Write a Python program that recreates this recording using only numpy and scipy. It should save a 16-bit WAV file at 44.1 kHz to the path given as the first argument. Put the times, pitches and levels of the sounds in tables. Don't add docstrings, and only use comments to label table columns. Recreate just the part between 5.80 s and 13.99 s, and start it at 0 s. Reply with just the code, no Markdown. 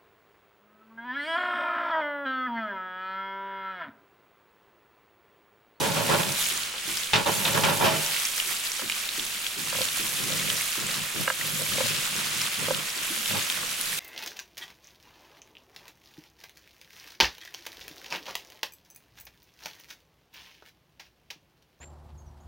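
import sys
import numpy as np
from scipy import signal
from scipy.fft import rfft, irfft, next_fast_len
from scipy.io import wavfile
from scipy.ndimage import map_coordinates

SR = 44100
rng = np.random.default_rng(int(sys.argv[2]) if len(sys.argv) > 2 else 0)


def generate_wav(sig):
    pcm = np.round(np.clip(np.atleast_2d(sig).T, -1, 1) * 32767).astype(np.int16)
    wavfile.write(sys.argv[1], SR, pcm)


N = 361253
TOP_HZ = 15950

# start_s, length_s, rumble_db, flare_db, brightness_db
PAN_MOVEMENTS = [(-.06, 0.4, -33, -33.5, -2.5), (0.255, 0.26, -36, -38, 5), (0.537, .14, -49.5, -30, 1.5),
                 (1.037, 0.059, -50, -34, 4), (1.328, 0.046, -31, -47, -9), (1.454, 0.2, -36, -33, 5.5),
                 (1.657, 0.51, -34, -36.5, 6), (2.2, 0.17, -50, -32.5, 1.5), (2.41, 0.3, -67, -35, 4)]
# start_s, length_s, tumbling_db, flare_db, brightness_db
SPATULA_PUSHES = [(3.77, 0.19, -49, -34, -1), (3.95, 0.072, -41, -31.5, 1), (4.1, 0.27, -47, -39, 7.5),
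                  (4.376, 0.36, -40.5, -32, -1.5), (4.68, 0.19, -53, -33, 3), (4.97, 0.22, -43, -42, -20),
                  (5.34, 0.072, -35.5, -48, 15), (5.588, 0.25, -43, -35, 4.5), (5.87, 0.32, -41, -30.5, -4),
                  (6.287, 0.37, -46, -34, -4.5), (6.773, 0.22, -40.5, -38, -12),
                  (7.193, 0.35, -53, -36.5, 4), (7.487, 0.1, -40.5, -34.5, -9),
                  (7.683, 0.26, -49.5, -60, -2), (7.97, 0.31, -53, -37, 6)]


def frying():
    # frequency_hz, level_db
    sizzle_spectrum = [(300, -52), (700, -15), (1100, -14), (1700, -10), (2300, -4.5), (3300, -2),
                       (4500, -2.5), (7000, -3), (11000, -7), (16000, -30)]
    spray_spectrum = [(2500, -14.5), (4500, -6.5), (7000, -0.5), (9500, -0.5), (12000, -11), (15800, -1.5)]
    fizz_spectrum = [(6000, -35), (9000, -4.5), (11000, 1.5), (13000, 1), (15800, -17.5)]
    bubbling_spectrum = [(200, -48), (500, -6.5), (800, -8), (1050, -2), (1400, 1), (2000, 1.5), (3200, 2),
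                         (6000, -14)]
    sizzle_gain = boiling(rest_db=-34.5, offset_db=-1.5, tilt=-0.1, dry_s=0.16, duck=0.49)
    spray_gain = boiling(rest_db=-37.5, offset_db=-4, tilt=0.51, dry_s=0.3, duck=0.9)
    fizz_gain = boiling(rest_db=-42, offset_db=-9, tilt=1.2, dry_s=0.15, duck=2.9)
    bubbling_gain = boiling(rest_db=-42, offset_db=-9, tilt=-0.53, dry_s=0.83, duck=0.53)
    flutter = amp(0.82 * wobble(30) + 0.13 * wobble(8))
    sizzle = bubbles(per_s=2400, pitch_hz=3185, cycles=2.3, scatter_db=2) + amp(1) * rush()
    crackle = bubbles(per_s=130, pitch_hz=3300, cycles=2.3, scatter_db=4.5, samples=200)
    spray = bubbles(per_s=4500, pitch_hz=8170, cycles=1.65, scatter_db=7.5) + amp(-1) * rush()
    fizz = bubbles(per_s=4500, pitch_hz=11400, cycles=3.5, scatter_db=3) + amp(-15) * rush()
    bubbling = bubbles(per_s=1200, pitch_hz=1657, cycles=0.77, scatter_db=3.5) + amp(7.5) * rush()
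    return flutter * (sizzle_gain * coloured(sizzle + amp(-9) * crackle, sizzle_spectrum)
                      + spray_gain * coloured(spray, spray_spectrum)
                      + fizz_gain * coloured(fizz, fizz_spectrum)
                      + bubbling_gain * coloured(bubbling, bubbling_spectrum))


def boiling(rest_db, offset_db, tilt, dry_s, duck):
    # middle_s, half_width_s, depth_db
    dips = [(.95, .13, -5.5), (1.34, 0.12, -2.5)]
    t = np.arange(N) / SR
    dip_db = sum(db * np.exp(-((t - middle_s) / width_s) ** 2) for middle_s, width_s, db in dips)
    flares = [(start_s, length_s, flare_db + offset_db + tilt * brightness_db)
              for start_s, length_s, _, flare_db, brightness_db in PAN_MOVEMENTS + SPATULA_PUSHES]
    flaring = movements(flares, rise_s=0.026, stop_s=dry_s)
    return np.hypot(amp(rest_db), flaring) * amp(duck * dip_db)


def bubbles(per_s, pitch_hz, cycles, scatter_db, samples=96):
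    count = int(per_s * N / SR)
    when, side = rng.random((2, count))
    tone, strength, life, phase = rng.standard_normal((4, count, 1))
    hz = np.clip(pitch_hz * np.exp(0.4 * tone), 300, TOP_HZ)
    turns = hz * np.arange(samples) / SR
    fade = amp(scatter_db * np.minimum(strength, 3)) * np.exp(-turns / (cycles * np.exp(0.4 * life)))
    indices = ((when * N).astype(int)[:, None] + np.arange(samples)).ravel()
    angle = side[:, None] * np.pi / 2
    left = fade * np.cos(angle) * np.sin(2 * np.pi * turns + 0.46 * phase)
    right = fade * np.sin(angle) * np.sin(2 * np.pi * turns - 0.48 * phase)
    return unit(np.array([np.bincount(indices, mic.ravel(), N + samples)[:N] for mic in (left, right)]))


def spits():
    # start_s, relative_db, pitch_hz
    loud_spits = [(0.434, -27, 3320), (0.522, -29.5, 6100), (1.172, -28, 5530), (1.234, -31, 3720),
                  (1.553, -30, 7190), (2.343, -31, 2630), (2.364, -27.5, 2200), (2.453, -25, 5860),
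                  (2.6, -22, 2850), (2.918, -29, 5800), (3.098, -25, 2490), (3.122, -28, 2890),
                  (3.29, -27, 3830), (3.396, -27, 3370), (3.666, -26, 3500), (4.017, -24.5, 3830),
                  (4.087, -29.5, 3750), (4.701, -23.5, 3270), (4.81, -30, 2120), (5.612, -28, 1900),
                  (5.863, -30, 2200), (6.616, -27, 5400), (6.665, -28.5, 2970), (6.947, -26.5, 3230),
                  (7.459, -26.5, 3360), (7.7, -24, 3400), (7.724, -30, 3040), (8.012, -27.5, 10000)]
    small_spits = [(when * N / SR, -33 + 4 * (size - 0.5), 3800 * 2 ** (0.88 * (tone - 0.5)))
                   for when, size, tone in rng.random((24, 3))]
    out, t = np.zeros((2, N)), np.arange(SR // 40) / SR
    for start_s, db, hz in loud_spits + small_spits:
        ring = np.sin(2 * np.pi * hz * t) * np.exp(-hz * t / 2)
        wall = 0.13 * rng.standard_normal((2, len(t))) * decay(t, t60_s=0.018)
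        wall[:, 0] = 1
        echoed = signal.fftconvolve(wall, ring[None], axes=1)[:, :len(t)]
        snap = signal.lfilter([1], [1, -0.5], rng.standard_normal(len(t))) * decay(t, t60_s=0.008)
        burst = low_cut(echoed + 0.2 * snap, edge_hz=1660)
        add(out, start_s, amp(db + 2) * burst / np.std(burst[:, :SR // 250]))
    return out


def pan_on_grate():
    # start_s, length_s, level_db
    scrapes = [(0, 0.075, -27.5), (.15, 0.06, -29), (.285, 0.061, -22), (.385, 0.022, -31),
               (1.35, 0.062, -31.5), (1.455, 0.029, -23.5), (1.65, 0.11, -38), (1.755, 0.019, -26),
               (1.835, 0.08, -26.5), (2.0, 0.064, -22), (2.11, 0.035, -38), (7.532, .04, -36.5)]
    # start_s, level_db, chatter_t60_s, dull_share (0-1), prong_db
    landings = [(.168, -29, 0.24, 0, -48), (.315, -33, .12, 0.7, -45), (0.398, -18, 0.06, 0.8, -50),
                (1.333, -12.5, 0.2, 0.29, -27), (1.356, -28, 0.09, 0, -29), (1.46, -26, 0.075, 0.5, -32.5),
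                (1.492, -24, 0.036, 0.8, -50), (1.651, -24.5, 0.24, 0, -26), (1.676, -27, 0.081, 0.1, -38),
                (1.746, -16.5, 0.11, 0.6, -40), (1.773, -18, .1, 1, -47), (1.835, -20.5, 0.39, 0.14, -41),
                (1.892, -24.5, .1, 0.5, -43), (2.042, -20.5, 0.72, 0.26, -44), (7.546, -28, .12, 0.2, -50)]
    # pitch_hz, width_hz, level_db
    pan_modes = [(353, 6.9, 3), (392, 9.8, -3), (450, 26, 4.5), (556, 41, 2.5), (569.4, 32, 5.5),
                 (643, 6.6, 9.5), (750, 68, -14), (856, 28, 5.5), (910, 43, 5.5), (974, 30, 5.5),
                 (1074, 94, -0.5), (1343, 100, -0.5), (1437, 21, -9), (1610, 160, -7), (2330, 70, -5),
                 (3050, 24, 0)]
    # pitch_hz, level_db, t60_s
    prong_modes = [(3340, -9, 0.18), (3650, 5.5, 0.085), (3870, -3, 0.063), (4070, 4, 0.046)]
    # frequency_hz, level_db
    grind_spectrum = [(150, 17), (350, -1.5), (900, 8.5), (1300, -44), (2500, -4), (3700, -2.5),
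                      (5500, -19), (12000, -54)]
    chatter_spectrum = [(100, -20), (400, -3), (1000, 6), (2000, 4), (3000, 8), (3900, -0.5), (5500, -2),
                        (6600, -12.5), (8000, -13), (15000, -40)]
    strokes = movements(scrapes, rise_s=0.0065, stop_s=0.032)
    rumble = movements(PAN_MOVEMENTS, rise_s=0.022, stop_s=0.039)
    grinding = np.hypot(strokes, amp(-1.5) * rumble)
    bright, dull, clink = np.zeros(N), np.zeros(N), np.zeros((2, N))
    t = np.arange(SR // 3) / SR
    for start_s, db, t60_s, dull_share, prong_db in landings:
        blow = amp(db) * decay(t, t60_s) * attack(t, rise_s=0.00022)
        add(bright, start_s, blow * (1 - dull_share))
        add(dull, start_s, blow * (0.17 + 0.23 * dull_share))
        add(clink, start_s, amp(prong_db) * struck(prong_modes, t))
    slips = rush(rate_hz=410)
    force = grinding + dull
    ring = ringing(force * slips, pan_modes) / np.std(ringing(slips, pan_modes))
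    rasp = amp(-5) * force * coloured(slips, grind_spectrum)
    clank = bright * coloured(rush(rough_db=0.5, rate_hz=480), chatter_spectrum)
    boom = (amp(-0.5) * rumble + 0.51 * dull) * stove_case(rush())
    return amp(-1) * ring + low_cut(rasp + clank, edge_hz=180) + clink + boom


def knocks():
    # start_s, first_db, sharpness_hz, second_db
    double_knocks = [(.940, -39.5, 2000, -44), (2.994, -39, 1670, -38), (3.926, -33, 1330, -34),
                     (3.984, -35, 800, -30.5), (4.5, -41, 850, -37), (5.477, -21.5, 2480, -23),
                     (5.792, -42, 700, -36), (5.981, -30, 800, -25.5), (6.032, -40, 800, -35.5),
                     (6.883, -28.5, 840, -22.5), (7.509, -36, 1500, -39)]
    # pitch_hz, level_db, t60_s
    damped_modes = [(524, -.5, 0.078), (596, -3, 0.052), (680, -10, 0.04), (850, -4.5, 0.024),
                    (993, -1, 0.032), (1190, -3, 0.02), (1326, -1.5, 0.035), (1610, 1, .038),
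                    (1750, -6, 0.029), (2110, -1.5, .018), (2860, -2, 0.032)]
    hz, mode_db, t60_s = np.transpose(damped_modes)
    out, t = np.zeros((2, N)), np.arange(SR // 5) / SR
    for start_s, first_db, first_hz, second_db in double_knocks:
        contacts = [(start_s, first_db, first_hz), (start_s + 0.0235, second_db, 0.88 * first_hz)]
        for contact_s, db, sharpness_hz in contacts:
            contact_db = 20 * np.log10((hz / sharpness_hz) / (1 + (hz / sharpness_hz) ** 4))
            modes = np.transpose([hz, mode_db + contact_db, t60_s])
            ring = low_cut(struck(modes, t), edge_hz=70)
            add(out, contact_s, amp(db) * ring / np.std(ring[:, :SR // 100]))
    return out


def tumbling():
    # frequency_hz, level_db
    roll_spectrum = [(50, -38), (90, -20), (130, -17), (220, -4), (400, -3), (560, 4.5), (800, -18.5),
                     (1500, -23.5)]
    pushes = movements(SPATULA_PUSHES, rise_s=0.011, stop_s=0.059)
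    toppling = amp(1.2 * wobble(16))
    boom = stove_case(rush(rough_db=2, rate_hz=28))
    roll = coloured(rush(rough_db=5.5, rate_hz=70), roll_spectrum)
    return pushes * toppling * (amp(1) * boom + amp(-5) * roll)


def stove_case(drive):
    # pitch_hz, width_hz, level_db
    case_modes = [(109, 5, -4), (155.4, 7.9, 6), (187.3, 12.6, -1), (201, 48, -4), (268, 55, -9),
                  (362, 47, -25)]
    radiation = [(60, -34), (85, -36), (100, -1), (300, -10), (450, -6), (900, -25)]
    return coloured(ringing(drive, case_modes), radiation)


def thuds():
    # start_s, level_db
    bumps = [(.71, -41.5), (1.075, -40), (2.66, -44), (3.015, -41), (3.381, -41), (3.767, -40.5),
             (4.195, -38.5), (4.454, -41), (4.972, -38.5), (5.344, -37), (6.351, -41), (6.53, -42),
             (7.163, -46), (7.303, -40.5)]
    note_gain, boom_gain, t = np.zeros(N), np.zeros(N), np.arange(SR // 3) / SR
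    for start_s, db in bumps:
        add(note_gain, start_s, amp(db) * decay(t, t60_s=0.29) * attack(t, rise_s=0.0011))
        add(boom_gain, start_s, amp(db) * decay(t, t60_s=0.59) * attack(t, rise_s=0.031))
    note = coloured(rush(), [(120, -16), (240, -5), (330, 6), (410, 0.5), (540, -27), (1500, -50)])
    boom = coloured(rush(), [(70, -30), (115, 0.5), (160, -8), (220, 4), (300, -32), (700, -47)])
    return note_gain * note + amp(-2) * boom_gain * boom


def burner_and_hum():
    # frequency_hz, level_db
    air_spectrum = [(20, 1), (45, -19), (80, -7.5), (150, 1), (400, -0.5), (900, -5.5), (3000, -14)]
    air = amp(-49.5) * coloured(rush(), air_spectrum)
    hum = amp(-66.5 + wobble(1.9)) * np.sin(2 * np.pi * 62 * np.arange(N) / SR + 0.5 * wobble(4.3))
    return air + hum


def rush(rough_db=0, rate_hz=200):
    # frequency_hz, correlation
    likeness = [(60, 0.13), (130, 0.039), (290, 0.41), (640, 0.38), (1400, 0.36), (3100, 0.59),
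                (6800, 0.89), (15000, 0.17)]

    def mid_and_side(hz):
        angle = np.arccos(along(likeness, hz)) / 2
        return np.array([np.cos(angle), np.sin(angle)])

    mid, side = filtered(rng.standard_normal((2, N)), mid_and_side)
    return unit(np.array([mid + side, mid - side]) * amp(rough_db * wobble(rate_hz)))


def struck(modes, t):
    hz, db, t60_s = np.transpose(modes)[:, :, None]
    gain = amp(db + rng.standard_normal(hz.shape)) * decay(t, t60_s)
    phase = 0.7 * rng.standard_normal(hz.shape) + 0.35 * rng.standard_normal((2,) + hz.shape)
    polarity = (-1) ** np.arange(len(hz))[:, None]
    partials = polarity * gain * np.sin(2 * np.pi * hz * t + phase)
    return partials.sum(axis=1) * attack(t, rise_s=0.0003)


def movements(rows, rise_s, stop_s):
    power = np.zeros(N)
    for start_s, length_s, db, *_ in rows:
        t = np.maximum(np.arange(N) / SR - start_s, 0)
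        release = np.exp(-np.clip((t - length_s) / stop_s, 0, 20))
        power += (amp(db) * attack(t, rise_s) * release) ** 2
    return np.sqrt(power)


def attack(t, rise_s):
    return 1 - np.exp(-t / rise_s)


def decay(t, t60_s):
    return amp(-60 * t / t60_s)


def wobble(rate_hz):
    knots = rng.standard_normal(int(N * rate_hz / SR) + 4)
    return map_coordinates(knots, [np.arange(N) * rate_hz / SR])


def ringing(x, modes):
    return filtered(x, lambda hz: sum(amp(db) * 1j * hz * width / (pitch**2 - hz**2 + 1j * hz * width)
                                      for pitch, width, db in modes))


def coloured(x, spectrum):
    return unit(filtered(x, lambda hz: amp(along(spectrum, hz))))


def low_cut(x, edge_hz):
    return signal.sosfilt(signal.butter(2, edge_hz, "high", fs=SR, output="sos"), x)


def filtered(x, response):
    size = next_fast_len(N + SR // 2)
    return irfft(rfft(x, size) * response(np.fft.rfftfreq(size, 1 / SR)), size)[..., :N]


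def along(points, hz):
    point_hz, values = np.transpose(points)
    return np.interp(np.log(hz + 1), np.log(point_hz + 1), values)


def add(track, start_s, sound):
    start = max(0, round(start_s * SR))
    part = track[..., start:start + sound.shape[-1]]
    part += sound[..., :part.shape[-1]]


def amp(db):
    return 10 ** (np.asarray(db) / 20)


def unit(x):
    return x / np.sqrt(np.mean(x ** 2) + 1e-20)


def scene():
    background = burner_and_hum()
    return frying() + spits() + pan_on_grate() + knocks() + tumbling() + thuds() + background


def record(dry):
    # frequency_hz, left_minus_right_db
    balance = [(60, 13.5), (110, -0.5), (200, 2), (380, -1.5), (700, -3.5), (1300, -3.5), (2400, -1.5),
               (4400, 1.8), (8100, -2.5), (15000, -7)]
    share = np.array([[0.5], [-0.5]])
    return filtered(dry, lambda hz: amp(share * along(balance, hz)) * (hz < TOP_HZ))


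dry = scene()
out = record(dry)
generate_wav(out)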